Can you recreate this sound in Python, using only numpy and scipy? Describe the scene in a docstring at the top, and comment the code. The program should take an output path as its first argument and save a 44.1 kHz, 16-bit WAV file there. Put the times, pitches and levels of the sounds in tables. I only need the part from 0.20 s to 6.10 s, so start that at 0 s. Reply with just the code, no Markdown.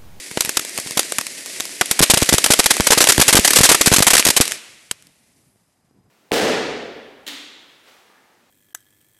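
"""A ground fountain firework burns on a lawn at night: its stars open with N-shaped shocks and spit noise,
the nearest bursts add a suction that drives the microphone to its rail, and a turbulent hiss swells and dies.
Embers sizzle on as thin high noise after the hiss has sunk. Echoes die away over the garden as noise driven
by the power of the bursts, above a low lumpy rumble and an even hush. A small camera a few metres away
overloads, adds two faint throbbing tones and cuts the top treble."""
import sys
import numpy as np
from scipy import signal
from scipy.fft import rfft, irfft
from scipy.io import wavfile

SR = 44100
rng = np.random.default_rng(int(sys.argv[2]) if len(sys.argv) > 2 else 0)


def undo_db(level):
    """Turn decibels back into plain size, where 20 dB means ten times bigger."""
    steps = np.asarray(level, float) / 20
    return 10 ** steps


def dump_mix(stems):
    """Bounce the given channels to the path in sys.argv[1] as a 16-bit WAV at rate SR."""
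    frames = np.atleast_2d(stems).T  # one column per channel
    limited = np.clip(frames, -1, 1)  # hard clip at full scale
    pcm = np.round(limited * 32767).astype(np.int16)
    wavfile.write(sys.argv[1], SR, pcm)


N = 260190   # length [samples]
MIC_RAIL = 2.67   # height at which the capsule limits, linear


def rms_one(x):
    """Normalisation: scales a signal to unit effective value."""
    return x / np.sqrt(np.mean(x ** 2) + 1e-20)


def butter(x, hz, kind, order=2):
    """Butterworth filtering: a maximally flat pass band."""
    return signal.sosfilt(signal.butter(order, hz, kind, fs=SR, output="sos"), x)


def drift(rate_hz):
    """Low-passed chance: two equal poles at rate_hz leave a slow wander of spread 1."""
    pole = np.exp(-80 * np.pi * rate_hz / SR)   # one step every 40 samples
    chance = rng.standard_normal(N // 40 + 2002)
    slow = signal.lfilter([1], [1, -2 * pole, pole * pole], chance)[2000:]
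    return np.interp(np.arange(N) / 40, np.arange(len(slow)), rms_one(slow))


def coloured(spectrum):
    """Spectral shaping: white noise weighted along log frequency, with unit effective value."""
    hz, db = np.transpose(spectrum)
    grid = np.maximum(np.fft.rfftfreq(N, 1 / SR), 1)
    weight = undo_db(np.interp(np.log(grid), np.log(hz), db))
    return rms_one(irfft(rfft(rng.standard_normal(N)) * weight, N))


def dying(x, t60):
    """Exponential decay: values fall by a factor of 1000 in t60 [s]; a steady input keeps its height."""
    pole = undo_db(-60 / (t60 * SR))
    return signal.lfilter([1 - pole], [1, -pole], x + 1e-18)


def in_time(rows):
    """Linear interpolation: the columns of a curve, sample by sample."""
    s, *columns = np.transpose(rows)
    return [np.interp(np.arange(N) / SR, s, column) for column in columns]


# Crackling stars: (time [s], level [dB], time to burn down 6 dB [ms])
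STAR_BURSTS = [(0.2069, 5.5, 2), (0.2192, -24, 6), (0.249, -10, 2), (0.257, -19, 5), (0.2927, -6, 1.84),
               (0.3703, -3, 4), (0.3941, -13.5, 3), (0.4493, -17, 2), (0.495, -23, 0.7),
               (0.577, -11.5, 1.8), (0.599, -22, 3.5), (0.6724, -21, 2.1), (0.7087, -17, 1.9),
               (0.7198, -22, 1.1), (0.7735, -7.5, 6.5), (0.7933, 8, 2), (0.831, -18.5, 1.1),
               (0.9219, -10, 1.86), (0.9842, -3.5, 1.5), (1.0113, -14.5, 2.5), (1.0675, -9.5, 1),
               (1.26, -22.5, 2.2), (1.4, -17, 2), (1.4049, -9, 1.8), (1.453, -20.5, 2.5),
               (1.4938, -24, 0.2), (1.6116, -6, 3.5), (1.6581, -16.5, 1.9), (1.7115, 10.5, 2),
               (1.792, -1.5, 5.5), (1.8146, -11.5, 6), (1.8245, 10, 5.5), (1.832, 7, 5.5), (1.9, 10, 9.5),
               (1.9368, 0, 6.5), (1.9733, -1, 5.0), (2.017, -14, 4.0), (2.027, -8.5, 5.5), (2.09, 0.5, 5.5),
               (2.1281, 3, 3), (2.137, -1.2, 4.5), (2.1465, -5, 1.5), (2.1819, 5, 2), (2.2413, 13, 2.5),
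               (2.2613, 6, 2), (2.3052, -2, 10), (2.3192, -1, 5.5), (2.3353, 4.5, 3.5), (2.39, -9.5, 7.5),
               (2.3948, 11.5, 4.5), (2.4405, -16.5, 6), (2.4595, 9, 3.5), (2.5037, -13, 8.5),
               (2.5066, 9.5, 5.5), (2.568, -14.5, 1.8), (2.6058, -8.5, 3.5), (2.669, 14, 3),
               (2.706, 8.5, 3.5), (2.719, 6, 6), (2.731, 12, 2), (2.7771, -1.1, 8), (2.8045, 5, 4.5),
               (2.8146, 2.5, 5), (2.8248, -6, 5.5), (2.8403, 5.5, 2), (2.8714, 8, 2.5), (2.8875, 5, 9),
               (2.894, 2, 9), (2.9207, 3, 4.0), (2.948, -12, 0.1), (2.9794, 3.5, 1.8), (2.999, 3.5, 4),
               (3.013, 10.5, 7), (3.0799, 9.5, 4.5), (3.087, 1, 7.5), (3.106, -11, 2.4), (3.1268, 3, 8.5),
               (3.153, 11, 3.5), (3.1673, 7, 7.5), (3.1932, -7, 4.2), (3.247, 4.5, 7), (3.2514, 7.5, 1.5),
               (3.276, 9, 3.3), (3.3054, 4, 3.5), (3.3332, 5, 2.5), (3.359, 10, 8), (3.369, 1.5, 4.5),
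               (3.386, 1.5, 5.5), (3.4111, -2.5, 4), (3.433, 15, 8.5), (3.4517, 6.5, 7), (3.469, -15, 0.5),
               (3.49, 6.5, 10), (3.5158, 3.5, 9), (3.546, 5.5, 4), (3.6115, 8, 4), (3.626, -15, 1),
               (3.6597, 2, 5), (3.6704, 5, 6), (3.6792, -5.5, 3.5), (3.7174, -9.5, 3.5), (3.7253, -2, 4),
               (3.737, 15.5, 3.5), (3.7627, 2.5, 6), (3.7834, -5, 2.3), (3.7905, -6.5, 4),
               (3.8058, 1.5, 0.6), (3.8233, 9, 4.5), (3.8676, 18.5, 4), (3.88, 4, 3), (3.9038, -1.5, 8),
               (3.9333, 7.5, 5.5), (3.9516, 7.5, 3.5), (3.9676, 10, 1.5), (3.979, 3, 5.5),
               (3.9948, 11.5, 2.5), (4.0508, 2.5, 5), (4.0671, 3, 2.5), (4.074, -5.5, 3.5),
               (4.086, -2, 4.5), (4.1022, 0.5, 5.0), (4.165, 1.5, 10.5), (4.208, -15, 11), (4.21, 15, 2.5),
               (4.254, -17, 2.5), (4.2783, -10.5, 1), (4.3113, -22.5, 4.5), (4.3203, -8, 1.1),
               (4.7119, -10.5, 2.5), (4.8241, -43, 1.6), (4.8694, -42, 1.45)]
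# Muffled pops, mostly body: (time [s], level [dB], time to burn down 6 dB [ms])
MUFFLED_POPS = [(0.112, -35.5, 3.2), (0.1734, -19, 3.6), (0.585, -25.5, 3.1), (0.9875, -20, 1.9),
                (1.6114, -2, 2.3)]


def bursts():
    """Superposition: stars, pops and random splinters as rows of (s, level dB, burn ms, dull dB)."""
    s, level_db, burn_ms = np.transpose(STAR_BURSTS)
    # dull part of a star over its bright part: typical dB, dB per dB of level, chance spread dB
    typical_db, per_level_db, dull_spread_db = -8.5, -0.0232, 2
    dull_db = typical_db + per_level_db * level_db + dull_spread_db * rng.standard_normal(len(s))
    stars_rows = list(zip(s, level_db, burn_ms, dull_db))
    pops_rows = [(*pop, 6) for pop in MUFFLED_POPS]

    over_hiss_db, size_spread_db, snap_ms, snap_dull_db = 5, 3.5, .6, -2.5
    hiss_db, splinters_per_s = in_time(HISS_COURSE)
    snapped = np.flatnonzero(rng.random(N) < splinters_per_s / SR)
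    sizes_db = hiss_db + over_hiss_db + size_spread_db * rng.standard_normal(N)
    splinters = [(i / SR, sizes_db[i], snap_ms, snap_dull_db) for i in snapped]
    return stars_rows + pops_rows + splinters


def spitting(length):
    """Random amplitude modulation: white noise whose level jumps every 12 samples, in one shared volley."""
    steps = undo_db(4 * rng.standard_normal(length // 12 + 1)).repeat(12)[:length]
    return lambda: steps * rng.standard_normal(length)


def stars(split_hz=2500, top_hz=14000):
    """N-wave and noise burst: a shock, then a spitting volley; each burst leaves a short fading tail."""
    burn_shape, tail_db, tail_t60_s = 1.81, -18, 0.056
    length = 8000   # of one burst [samples]
    out, t = np.zeros(N + length), np.arange(length) / SR
    spit = spitting(N)
    dull = rms_one(butter(spit(), [300, split_hz], "band"))
    bright = rms_one(butter(butter(spit(), top_hz, "low", order=1), split_hz, "high"))
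    thin = rms_one(butter(spit(), [1700, 2900], "band"))
    dull, thin, bright = (np.pad(v, (0, length)) for v in (dull, thin, bright))
    for s, level_db, burn_ms, dull_db in bursts():
        burnt = t * 1000 / burn_ms
        shape = undo_db(-6 * burnt ** burn_shape) + undo_db(tail_db - 60 * t / tail_t60_s)
        wave_s = 0.00007 * undo_db(dull_db / 2)   # a duller star has a longer shock
        shock = undo_db(9) * (1 - 2 * t / wave_s) * (t < wave_s)
        at = slice(round(s * SR), round(s * SR) + length)
        body = thin if burn_ms < 1.75 else dull   # a brief snap is too small to make bass
        volley = bright[at] + undo_db(dull_db) * body[at]
        out[at] += undo_db(level_db) * (shock + shape * volley)
    return out[:N]


# Low pressure blows of near bursts, and two distant thumps at the end:
# (time [s], suction over the rail [dB])
PRESSURE_BLOWS = [(0.1142, -23.5), (0.1734, -12), (0.247, -22), (0.2753, -21.5), (0.393, -23),
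                  (0.5863, -18.5), (0.6622, -21.5), (0.7087, -24.5), (0.7718, -12.5), (0.791, -19),
                  (0.988, -19.5), (1.4017, -22), (1.613, -12.5), (1.7104, -24), (1.8053, 28.5), (1.8284, 6),
                  (1.899, -0.5), (1.9366, 10.5), (1.9716, -11), (2.0224, 15.5), (2.091, -13.5),
                  (2.1253, 15), (2.1406, 12), (2.3034, 1.5), (2.393, 8), (2.4592, 0), (2.5997, 20.5),
                  (2.705, 1), (2.7748, -6.5), (2.888, -4), (2.9811, 14.5), (2.9966, 9), (3.081, -4.5),
                  (3.128, -3), (3.1469, 18), (3.1678, 4.5), (3.1897, 20.5), (3.3696, -3), (3.389, -0.5),
                  (3.4066, 10.5), (3.514, -0.5), (3.6099, -8), (3.6736, 8), (3.717, 10), (3.736, -7),
                  (3.7844, -3), (3.804, 5.5), (3.8672, -4.5), (3.933, 0.5), (4.0656, -5.5), (4.089, -6.5),
                  (4.2026, 17), (4.7127, -23), (5.359, -39), (5.711, -39)]


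def blasts(release_db_per_ms=3.5, front_ms=.12, rise_ms=0.11):
    """Blast wave: a thin front, then fading suction; blows from further off are weaker and softer."""
    out, ms = np.zeros(N + 2000), np.arange(2000) / SR * 1000
    # every star gives a faint low blow, 27.5 dB below its level
    faint = [(s, level_db - 27.5) for s, level_db, burn_ms in STAR_BURSTS]
    for s, over_db in PRESSURE_BLOWS + faint:
        softening = undo_db(max(-over_db, 0) * .6)
        onset = 1 - np.exp(-ms / (rise_ms * softening))
        suction = undo_db(np.minimum(over_db - release_db_per_ms * ms, 12))   # at most 12 dB over the rail
        polarity = np.where(ms < front_ms, .3, -1)
        out[round(s * SR):][:2000] += MIC_RAIL * suction * onset * polarity
    return out[:N]


# Hiss of the jet and of the dense crackle, which swells and dies:
# (time [s], hiss level [dB], splinters [per s, none below 0])
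HISS_COURSE = [(0.0, -34, 5), (0.43, -31, 6), (1.68, -31.5, 6), (1.99, -24, 45), (2.51, -26, 45),
               (2.86, -22, 45), (3.11, -24.5, 47), (3.38, -18, 45), (3.71, -24, 60), (4.03, -25, 59),
               (4.25, -27, 45), (4.33, -30.5, 0), (4.44, -51, 0), (4.98, -61.5, -1), (5.9, -77.5, 0)]
# Turbulent hiss: (frequency [Hz], relative spectral density [dB])
HISS_SPECTRUM = [(35, -49), (60, -11.5), (290, 0.5), (380, -0.5), (455, -3.5), (682, -3), (763, -11),
                 (1340, -12.5), (1920, 1.5), (3290, -4), (4830, -0.5), (6300, -2), (7410, -2.2),
                 (10400, -2.5), (13000, -9.5)]


def jet(size_db=6.5, flutter_db=1.5, sparks_per_s=150):
    """Turbulent noise: the fluttering hiss of jet and dense crackle, with small sparks snapping in it."""
    hiss = undo_db(flutter_db * drift(25.0)) * coloured(HISS_SPECTRUM)
    sizes = undo_db(size_db * np.minimum(rng.exponential(1, N), 4))
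    born = (rng.random(N) < sparks_per_s / SR) * sizes
    snap_gain = SR * undo_db(-30) / 500
    snaps = snap_gain * dying(born, .012) * butter(rng.standard_normal(N), 900, "high")
    return undo_db(in_time(HISS_COURSE)[0]) * (hiss + snaps)


# Sizzle of the embers: (frequency [Hz], relative spectral density [dB])
EMBER_SPECTRUM = [(4000, -28), (7000, -12), (9500, 2), (12500, -1)]


def embers(start_s=4.5, level_db=-63, landed_s=5.3, t60_s=1.4):
    """Exponential decay: a thin high sizzle holds while embers fall, then fades once they land."""
    t = np.arange(N) / SR
    fade_db = -60 * np.maximum(t - landed_s, 0) / t60_s
    fade_in = np.clip((t - start_s) / .2, 0, 1)
    return fade_in * undo_db(level_db + fade_db) * coloured(EMBER_SPECTRUM)


# Scattered echoes: (frequency [Hz], relative spectral density [dB])
GARDEN_SPECTRUM = [(100, -17), (300, -4.5), (870, -9), (2400, 1.5), (3600, -2.5), (9900, -10.5),
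                   (12500, -17.5)]


def garden(x, t60_s=1.15, gain_db=-29.5):
    """Diffuse reverberation: houses and trees scatter bursts into a wash that follows their power."""
    # halved, because a power value falls by only a factor of 1000 per 30 dB
    power = dying(dying(x ** 2, 0.057), t60_s / 2)
    return undo_db(gain_db) * np.sqrt(power) * coloured(GARDEN_SPECTRUM)


# Low night rumble: (frequency [Hz], relative spectral density [dB])
RUMBLE_SPECTRUM = [(30, 9.5), (110, 1.5), (160, -1.5), (247, -9.5), (443, -21), (900, -33.5), (3000, -71)]
# Even hush: (frequency [Hz], relative spectral density [dB])
HUSH_SPECTRUM = [(200, -1), (756, 8), (2000, -3.5), (4140, -12), (9500, -13), (12500, -9)]


def night(rumble_db=-52, hush_db=-69):
    """Stationary and modulated noise: a low, slightly lumpy rumble with an even hush."""
    lumps = undo_db(3.2 * drift(10))
    rumble = undo_db(rumble_db) * lumps * coloured(RUMBLE_SPECTRUM)
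    return rumble + undo_db(hush_db) * coloured(HUSH_SPECTRUM)


def scene():
    """Linear superposition of all sources, as one channel."""
    crackle = stars()
    near = crackle + blasts() + jet() + embers()
    return (near + garden(crackle) + night())[None]


# Camera electronics: (frequency [Hz], peak level [dB], loudest point of the throb [0-1 of its period])
WHINE_TONES = [(4982, -76, .935), (12234, -78, .38)]


def whine(throbs_per_s=30.0):
    """Amplitude modulation: two faint tones swell and sink, changing sign at each null."""
    t = np.arange(N) / SR
    out = np.zeros(N)
    for hz, peak_db, loudest in WHINE_TONES:
        swing = np.cos(np.pi * (throbs_per_s * t - loudest))
        out += undo_db(peak_db) * swing * np.abs(swing) * np.sin(2 * np.pi * hz * t)
    return out


def roll_off(x):
    """The treble ends steeply here."""
    return signal.sosfilt(signal.butter(12, 13290, fs=SR, output="sos"), x)


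def record(dry):
    """Saturation and filtering: the capsule limits, the coupling swings back, the converter clips."""
    coupling_hz, full_scale = 196, .68
    port_hz, port_width_hz, port_lift = 8000, 1700, .25
    railed = np.clip(dry, -MIC_RAIL, MIC_RAIL)
    # above its rail the capsule still passes some treble, weakened
    leak = undo_db(-9) * butter(dry - railed, 1500, "high")
    coupled = butter(railed + leak, coupling_hz, "high")
    clipped = np.clip(coupled + whine(), -full_scale, full_scale)
    # a broad treble peak, then a steep cut above it
    edges = [port_hz - port_width_hz / 2, port_hz + port_width_hz / 2]
    peak = port_lift * butter(clipped, edges, "band", order=1)
    lifted = (clipped + peak) / (1 + port_lift / 2)
    softened = butter(lifted, 13000, "low")
    steep = signal.cheby2(16, 40, 13150, fs=SR, output="sos")
    finished = signal.sosfiltfilt(steep, softened)
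    return roll_off(finished)


dry = scene()
out = record(dry)
dump_mix(out)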